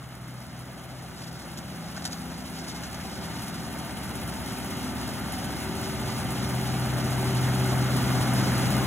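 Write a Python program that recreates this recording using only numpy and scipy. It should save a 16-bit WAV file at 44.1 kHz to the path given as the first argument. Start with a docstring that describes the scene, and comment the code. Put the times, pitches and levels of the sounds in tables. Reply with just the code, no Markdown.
"""A trailer-mounted leaf vacuum runs at governed speed in a street while the listener walks closer.
Its four-cylinder engine sums cycle harmonics and pulsed noise into throb and clatter; a cooling fan whines.
The impeller adds blade-passing tones, and fluttering noise and wandering resonances carry the airflow.
Leaves crackle as random grains of noise; hard debris strikes the steel housing in decaying bursts."""
import sys
import numpy as np
from scipy import signal
from scipy.fft import rfft, irfft, next_fast_len
from scipy.io import wavfile

SR = 44100
rng = np.random.default_rng(int(sys.argv[2]) if len(sys.argv) > 2 else 0)


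def dump(signal):
    """Clip the signal to [-1, 1] and save it as 16-bit WAV at the path in sys.argv[1]."""
    limited = np.clip(np.atleast_2d(signal).T, -1, 1)
    pcm = np.round(limited * 32767).astype(np.int16)
    wavfile.write(sys.argv[1], SR, pcm)


N = 390726
TIME = np.arange(N) / SR
SIZE = next_fast_len(N, True)
BINS = np.maximum(np.arange(SIZE // 2 + 1) * SR / SIZE, 1)  # frequency of each bin in Hz


def from_db(db):
    """Logarithmic level: decibels become an amplitude gain."""
    return 10 ** (np.asarray(db) / 20)


def rms_one(x):
    """Effective value: scale a signal to unit rms."""
    return x / np.sqrt(np.mean(x ** 2) + 1e-20)


def in_time(rows):
    """Linear interpolation: each column of a curve, sample by sample."""
    s, *columns = np.transpose(rows)
    return [np.interp(TIME, s, column) for column in columns]


def drift(rate_hz):
    """Low-passed noise: a random fluctuation of unit rms, drawn every 100 samples."""
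    pole = np.exp(-200 * np.pi * rate_hz / SR)
    noise = rng.standard_normal(N // 100 + 2002)
    slow = signal.lfilter([1], [1, -2 * pole, pole * pole], noise)[2000:]  # drop the filter's start-up
    return np.interp(np.arange(N) / 100, np.arange(len(slow)), rms_one(slow))


def shape(points):
    """Spectral envelope: gain per bin, falling 24 dB per octave below the first point."""
    hz, db = np.transpose(points)
    level_db = np.interp(np.log(BINS), np.log(hz), db)
    octaves_below = np.maximum(0, np.log2(hz[0] / BINS))
    return from_db(level_db - 24 * octaves_below)


def resonances(table):
    """Modal superposition: response of a metal part with these modes, per frequency bin."""
    return sum(from_db(db) / np.sqrt(width) / (1 + 2j * (BINS - hz) / width) for hz, width, db in table)


def bump(at_s, half_length_s, db):
    """Gaussian level swell: rises or dips smoothly by db around one moment."""
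    return from_db(db * np.exp(-((TIME - at_s) / half_length_s) ** 2))


# The walk towards the machine, as its loudness: start_s [s], level_db [dB]
APPROACH = [(0.1, -50.5), (3.13, -43), (6.41, -38), (7.33, -36), (7.54, -35.5), (8.56, -34), (8.75, -33.5)]


def nearing(db, follows):
    """Level growth with proximity: db at the walk's mean level, scaled by how strongly it follows."""
    near_db, = in_time(APPROACH)
    return from_db(db + follows * (near_db - near_db.mean()))


# Two spaced microphones: frequency_hz [Hz], left_lead_rad [rad], likeness [0 to 1], left_minus_right_db [dB]
MICS = [(90, 0, .66, 0), (400, -.2, .85, .7), (700, 0, .89, 3.7), (1100, -.7, .92, -.3),
        (1900, 0, .88, -.4), (2450, .9, .5, -.6), (3000, 1.2, .78, 0), (4500, 1.2, .98, 0)]
# In the treble the right microphone hears the machine a moment later
MIC_LAG_S, MIC_LAG_ABOVE_HZ = .000238, 3420


def at_mics(direct, gain, envelope=1):
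    """Partial coherence: coloured direct sound with a phase lag, along with diffuse street scatter."""
    hz, *columns = np.transpose(MICS)
    lead, alike, balance_db = [np.interp(BINS, hz, column) for column in columns]
    lead = lead + 2 * np.pi * MIC_LAG_S * np.maximum(BINS - MIC_LAG_ABOVE_HZ, 0)
    sides = np.array([[1], [-1]])  # left, right
    straight = rfft(rms_one(direct) * envelope, SIZE) * np.exp(.5j * sides * lead)
    scatter = rfft(rng.standard_normal((2, N)) * envelope, SIZE)
    both = np.sqrt(alike) * straight + np.sqrt(1 - alike) * scatter
    balance = from_db(sides * balance_db / 2)
    return rms_one(irfft(both * gain * balance, SIZE)[:, :N])


def tone(turns, waver, rate_hz):
    """Narrow-band modulation: a line of rms 1 whose strength and phase waver."""
    angle = 2 * np.pi * (turns + rng.random())
    in_phase = (1 + waver * drift(rate_hz)) * np.sin(angle)
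    quadrature = waver * drift(rate_hz) * np.cos(angle)
    return rms_one(in_phase + quadrature)


# Relative clatter of each cylinder in firing order: level_db [dB]
CYLINDERS_DB = [4.5, 12.5, 8.5, -4.5]


def knocks(firings, decay_s, uneven_db):
    """Impulsive excitation: jumps at each firing and dies away; the cylinders differ."""
    at = np.flatnonzero(np.diff(np.floor(firings)))
    kicks = np.zeros(N)
    kicks[at] = from_db(np.resize(CYLINDERS_DB, len(at)) + uneven_db * rng.standard_normal(len(at)))
    return rms_one(signal.lfilter([1], [1, -np.exp(-1 / (decay_s * SR))], kicks))


# Engine lines: cycle_multiple [1], level_db [dB at the walk's mean level], follows_approach [1]
ENGINE_ORDERS = [(4, -48.5, 0.8), (5, -52.5, 1), (6, -57, 0.64), (7, -59.5, -0.17), (8, -57, -0.3),
                 (9, -53, 0.64), (10, -52.5, 0.32), (11, -54, 1.6), (13, -49, 1.27), (14, -49.5, 1.1),
                 (15, -57, 0.87), (16, -57, 0.78), (17, -63, 1.2), (18, -51, 1.43), (20, -63, 1.1),
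                 (21, -56.5, 0.7), (24, -68.5, 2.3)]
# Exhaust drone at three times the firing rate: start_s [s], level_db [dB]
EXHAUST_DRONE = [(0, -57), (.6, -48.5), (1, -65), (1.4, -56), (1.75, -44), (2.5, -49), (3.5, -49),
                 (4.4, -45.5), (5.3, -45), (5.75, -54), (6.3, -40.5), (6.85, -44), (7.3, -42), (7.7, -35),
                 (8.2, -37.5), (8.65, -33.5)]
# Relative spectra of the exhaust and the casing's rumble: frequency_hz [Hz], level_db [dB per Hz]
EXHAUST = [(20, -23), (35, -7), (48, 1), (60, 5.5), (85, 10), (115, 13), (150, 5.5), (200, -9), (400, -56)]
RUMBLE = [(90, -10), (140, -5), (175, -0.5), (215, 1), (260, -1), (320, -4), (390, -6.5), (450, -18.5),
          (700, -33.5)]
# The deepest rumble dips briefly: centre_s [s], half_length_s [s], change_db [dB]
RUMBLE_DIP = (2.7, 0.64, -3)
PUFFS_DB, EXHAUST_FOLLOWS = -43, 1.12
CASING_DB, CASING_FOLLOWS = -41, 1.15


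def engine(firings):
    """Harmonics of the four-stroke cycle: wavering lines over a rough rumble pulsed by the firings."""
    cycles = firings / len(CYLINDERS_DB)
    lines = sum(nearing(db, follows) * tone(cycles * order, waver=.2, rate_hz=3)
                for order, db, follows in ENGINE_ORDERS)
    drone = from_db(in_time(EXHAUST_DRONE)[0]) * tone(3 * firings, waver=.2, rate_hz=4)
    puffs = at_mics(rng.standard_normal(N), shape(EXHAUST))
    throb = 3.5 + .31 * knocks(firings, decay_s=.014, uneven_db=7)
    casing = at_mics(rng.standard_normal(N), shape(RUMBLE), throb)
    rumble = nearing(PUFFS_DB, EXHAUST_FOLLOWS) * bump(*RUMBLE_DIP) * puffs
    rumble = rumble + nearing(CASING_DB, CASING_FOLLOWS) * casing
    return rumble + (lines + drone) * from_db([[.5], [-.5]])  # left slightly louder


# Whine of the belt-driven cooling fan: start_s [s], level_db [dB]
COOLING_FAN = [(0, -54.5), (1, -49), (2, -44), (5.6, -48.5), (6.6, -39.5), (8.86, -51)]
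COOLING_FAN_HZ = 166.6  # at governed speed


def cooling_fan(governed_time):
    """Geared rotation: a wavering tone whose pitch keeps a fixed ratio to the engine speed."""
    whine = tone(COOLING_FAN_HZ * governed_time, waver=.17, rate_hz=3)
    return from_db(in_time(COOLING_FAN)[0]) * whine * from_db([[.5], [-.5]])


# Relative spectrum of the ticks: frequency_hz [Hz], level_db [dB per Hz]
CLATTER = [(1000, -25), (2500, -7), (5000, -6), (7600, -7), (8900, 1), (9800, -3), (11700, -3),
           (13000, -10), (15800, -12)]
# Engine metal rings: pitch_hz [Hz], width_hz [Hz], level_db [dB, relative]
METAL = [(3100, 200, -4), (7130, 80, -7), (8370, 90, -2), (8780, 40, -4), (8890, 60, 1), (9060, 100, -3),
         (9225, 45, -1), (9400, 60, -7), (10060, 50, -8), (10730, 30, -3), (11100, 55, -2), (11220, 50, -6),
         (11430, 40, -5), (11900, 50, -8), (12300, 50, -9), (14930, 90, -10)]
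TICKS_DB, RINGS_DB, CLATTER_FOLLOWS = -55, -53.5, .94
# The clatter swells while passing beside the engine
BESIDE_ENGINE_S, BESIDE_WIDTH_S, BESIDE_DB = 4.5, 1, 3.5


def clatter(firings):
    """Impact-excited resonance: injectors and valves tick at every firing and set metal ringing."""
    tick_pulses = knocks(firings, decay_s=.005, uneven_db=2.3)
    ring_pulses = knocks(firings, decay_s=.012, uneven_db=3)
    ticks = at_mics(rng.standard_normal(N), shape(CLATTER), tick_pulses)
    rings = at_mics(rng.standard_normal(N), resonances(METAL), ring_pulses)
    swell = from_db(1.5 * drift(9)) * bump(BESIDE_ENGINE_S, BESIDE_WIDTH_S, BESIDE_DB)
    return swell * (nearing(TICKS_DB, CLATTER_FOLLOWS) * ticks + nearing(RINGS_DB, CLATTER_FOLLOWS) * rings)


BLADE_RATIO = 1.9528  # blade passes per engine firing
# Blade hum, faint behind the machine, swelling as the housing comes into view: start_s [s], level_db [dB]
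BLADE_HUM = [(.5, -44.5), (1.5, -49.5), (2.3, -57), (3.2, -49.5), (5.6, -49.5), (6.15, -36.5), (6.35, -39),
             (6.6, -30), (7.1, -30), (7.4, -26), (8.8, -28)]
# Overtones, which beam out from the side of the housing:
# start_s [s], second_harmonic_db [dB], third_harmonic_db [dB]
OVERTONES = [(0, -59.5, -73), (1.5, -59, -58), (2.3, -47.5, -66), (3.2, -49.5, -51), (3.9, -50, -58.5),
             (4.3, -55, -49.5), (4.8, -41.5, -52.5), (5.2, -44, -62), (5.7, -47, -44), (6.1, -46, -46),
             (6.8, -55, -43.5), (7.4, -43, -42), (7.85, -40, -39.5), (8.1, -37, -51), (8.8, -39.5, -45.5)]
# Impeller whines: pitch_hz [Hz at governed speed], level_db [dB, relative]
WHINES = [(726.5, -2), (790, -7), (907, 2.5), (1380, -7), (1512, -4), (1820, -7), (2908, -10), (3139, -11)]
WHINE_DB, WHINE_FOLLOWS = -56, .25
# The whines are screened until the impeller housing comes into the open
WHINE_OPENS_S, WHINE_OPENING_S, WHINE_SCREENED_DB = 3.08, .1, -11


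def impeller(firings, governed_time):
    """Blade-passing tones: blades pass the housing's lip, giving a deep hum, overtones and thin whines."""
    blades = BLADE_RATIO * firings
    hum = from_db(in_time(BLADE_HUM)[0]) * tone(blades, waver=.025, rate_hz=3.3)
    overtones = sum(from_db(db) * tone(harmonic * blades, waver=.32, rate_hz=4.5)
                    for harmonic, db in enumerate(in_time(OVERTONES), 2))
    whine = sum(from_db(db) * tone(hz * governed_time, waver=.12, rate_hz=6) for hz, db in WHINES)
    screened = (1 - np.tanh((TIME - WHINE_OPENS_S) / WHINE_OPENING_S)) / 2  # 1 hidden, 0 open
    screen = from_db(WHINE_SCREENED_DB * screened)
    tones = hum + overtones + nearing(WHINE_DB, WHINE_FOLLOWS) * screen * whine
    return tones * from_db([[.7], [-.7]])  # left slightly louder


def cyclic_noise(firings, repeat, size=2700):
    """Cyclostationary noise: a share of its power comes back with every four-stroke cycle."""
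    one_cycle = signal.resample(rng.standard_normal(size), size * 4)
    again = np.interp(firings / 4 % 1, np.linspace(0, 1, len(one_cycle)), one_cycle)
    return np.sqrt(repeat) * again + np.sqrt(1 - repeat) * rng.standard_normal(N)


# Edges of the bands in which the airstream flutters: frequency_hz [Hz]
EDDY_EDGES_HZ = [550, 800, 1150, 1650, 2400, 3500, 6000, 10000]
EDDY_DB, EDDIES_PER_S = 1.7, 22


def flutter(air):
    """Turbulent modulation: eddies make each band of an airstream swell and sink on its own."""
    out = 0
    for hz in EDDY_EDGES_HZ:
        band = signal.sosfiltfilt(signal.butter(2, hz, fs=SR, output="sos"), air)
        air = air - band  # what remains goes to the higher bands
        out = out + band * from_db(EDDY_DB * drift(EDDIES_PER_S))
    return out + air * from_db(EDDY_DB * drift(EDDIES_PER_S))


# Relative spectra of the housing's roar and the hose's hiss: frequency_hz [Hz], level_db [dB per Hz]
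ROAR = [(240, -14), (370, -4.5), (415, -6), (443, -5), (510, -1.5), (680, 1.55), (882, -0.6), (962, -2),
        (1080, -3.5), (1190, -1.7), (1480, -2.5), (1920, -7.5), (2070, -6.5), (2390, -12.5), (2600, -16.5),
        (3380, -18.5), (5720, -120)]
HISS = [(1500, -25), (2000, -5), (2450, -1.5), (2950, 1.2), (3450, -2.1), (4500, -1.8), (6000, -5.4),
        (7600, -8.2), (8900, -2.6), (10000, -6.8), (11800, -7.7), (13000, -12.6), (15000, -13.9)]
# The roar swells as the nozzle comes near: centre_s [s], half_length_s [s], rise_db [dB]
NOZZLE_ROAR = (8.2, 1, 2.1)
ROAR_DB, ROAR_FOLLOWS = -41, .85
HISS_DB, HISS_FOLLOWS = -44, .95


def airflow(firings):
    """Turbulent flow noise: air roars in the housing, throbbing with the firings, and hisses in the hose."""
    throb = 1 + .1 * knocks(firings, decay_s=.012, uneven_db=3)
    roar = at_mics(flutter(cyclic_noise(firings, repeat=.15)), shape(ROAR), throb)
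    hiss = at_mics(flutter(cyclic_noise(firings, repeat=.27)), shape(HISS), from_db(.94 * drift(19.5)))
    roar = nearing(ROAR_DB, ROAR_FOLLOWS) * bump(*NOZZLE_ROAR) * roar
    return roar + nearing(HISS_DB, HISS_FOLLOWS) * hiss


# Relative resonances of the hose and chute: pitch_hz [Hz], level_db [dB]
DUCT_MODES = [(520, -4.5), (665, 0.5), (760, 2), (835, 0.5), (1010, -9.5), (1175, -4.5), (1215, -4),
              (1445, -4.5), (2005, -10), (2075, -3), (2125, -5)]
DUCT_DB, DUCT_FOLLOWS = -58.5, 1.04


def ducts():
    """Flow-excited resonance: turbulence sounds each mode in streaks, its pitch wandering with the flow."""
    streaks = 0
    for hz, db in DUCT_MODES:
        turns = hz * np.cumsum(1 + .008 * drift(3)) / SR
        streaks = streaks + from_db(db + 2 * drift(5)) * tone(turns, waver=2, rate_hz=12)
    return nearing(DUCT_DB, DUCT_FOLLOWS) * streaks * from_db([[.7], [-.7]])


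# Relative spectrum of leaf crackle and bright strikes: frequency_hz [Hz], level_db [dB per Hz]
STRIKE = [(1200, -22), (2500, -11), (3500, -5), (4700, 0), (7000, -7), (9000, -7), (12000, -16),
          (15500, -24)]
# Loads of dry leaves go up the hose: centre_s [s], half_length_s [s], rise_db [dB]
LEAF_LOADS = [(1.182, 0.22, 5.5), (2.6, 0.86, 6.5), (8.5, 0.34, 2)]
CRACKLE_DB = -51


def leaf_crackle():
    """Random impact process: dry leaves crackle in clumps of decaying grains."""
    leaves_per_s = 600 * from_db(2.8 * drift(9))
    sizes = from_db(2.5 * np.minimum(rng.exponential(1, N), 3))
    leaves = (rng.random(N) < leaves_per_s / SR) * sizes
    grains = signal.lfilter([1], [1, -np.exp(-1 / (.007 * SR))], leaves + 1e-18)  # 7 ms decay
    crackle = at_mics(rng.standard_normal(N), shape(STRIKE), grains)
    loads = np.prod([bump(*load) for load in LEAF_LOADS], axis=0)
    return nearing(CRACKLE_DB, HISS_FOLLOWS) * crackle * loads


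# Debris on the housing: start_s [s], level_db [dB before the crack], rise_s [s], t60_s [s],
# dull_body_db [dB relative to the bright burst]
DEBRIS = [(1.573, -37.5, .0003, .05, -10), (1.579, -47, .0003, .04, -10), (1.586, -43.5, .0003, .05, -10),
          (1.964, -41.5, .0005, .07, 0), (1.971, -45.5, .0003, .05, 5), (1.978, -47, .0003, .06, 8),
          (2.021, -41.5, .0005, .06, -2), (2.042, -38.5, .0005, .05, -8), (2.0515, -30, .0003, .06, -9),
          (2.0575, -37.5, .0003, .05, -9), (2.066, -45, .0003, .05, 1), (2.075, -44, .0003, .07, -2),
          (2.112, -40.5, .0005, .06, -10), (2.122, -39, .0003, .06, -10), (2.129, -40.5, .0003, .09, -10),
          (2.745, -43, .0046, .3, -2), (2.834, -39.5, .0006, .1, -5), (2.944, -41, .0006, .08, -8)]
# Relative spectrum of the dull knock: frequency_hz [Hz], level_db [dB per Hz]
THUD = [(300, -9), (700, 14), (1100, 4.5), (1550, 13), (2400, 1), (5000, -39)]
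# The struck housing rings: pitch_hz [Hz], width_hz [Hz], level_db [dB, relative]
HOUSING = [(3300, 240, -33), (4600, 290, -6), (5950, 320, -6), (6600, 300, -8)]
HOUSING_DB = -5  # relative to the bright burst
CRACK_DB, CRACK_T60_S = -4, .014  # each strike opens with a brief crack


def debris():
    """Transient impact: twigs and grit shatter in ragged bursts over a dull knock; steel rings briefly."""
    bright, dull = np.zeros((2, N))
    age = TIME[:SR // 2]
    crack = from_db(CRACK_DB - np.minimum(60 * age / CRACK_T60_S, 120))
    for s, db, rise, t60, body_db in DEBRIS:
        span = int(s * SR) + np.arange(len(age))
        dying = from_db(-60 * age / t60) + crack
        burst = from_db(db) * dying * (1 - np.exp(-age / rise))
        bright[span] += burst
        dull[span] += burst * from_db(body_db)
    splinters = from_db(1.5 * drift(600))  # so fast that each drawn value is nearly independent
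    ringing = bright * from_db(HOUSING_DB)
    layers = [(bright, shape(STRIKE)), (dull, shape(THUD)), (ringing, resonances(HOUSING))]
    return sum(np.sqrt(np.mean(envelope ** 2)) * at_mics(rng.standard_normal(N), colour, envelope * splinters)
               for envelope, colour in layers)


# Engine speed: start_s [s], firing_rate_hz [firings per s]
SPEED = [(0, 64.4), (.35, 63.3), (.8, 65.05), (1.2, 65.2), (1.7, 64.7), (2.3, 65.35), (2.9, 65.1),
         (3.7, 65.4), (4.6, 65.07), (8.86, 65.03)]


def scene():
    """Common drive: one crankshaft paces engine, fan, clatter and impeller."""
    firings = np.cumsum(in_time(SPEED)[0]) / SR - .75
    governed_time = firings / SPEED[-1][1]  # runs slow when the engine sags under load
    motor = engine(firings) + cooling_fan(governed_time) + clatter(firings)
    air = airflow(firings) + ducts() + leaf_crackle()
    return motor + impeller(firings, governed_time) + air + debris()


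def record(dry):
    """Band limitation: an elliptic low-pass cuts the top steeply at 15650 Hz."""
    return signal.sosfilt(signal.ellip(10, .1, 80, 15650, fs=SR, output="sos"), dry)


dry = scene()
out = record(dry)
dump(out)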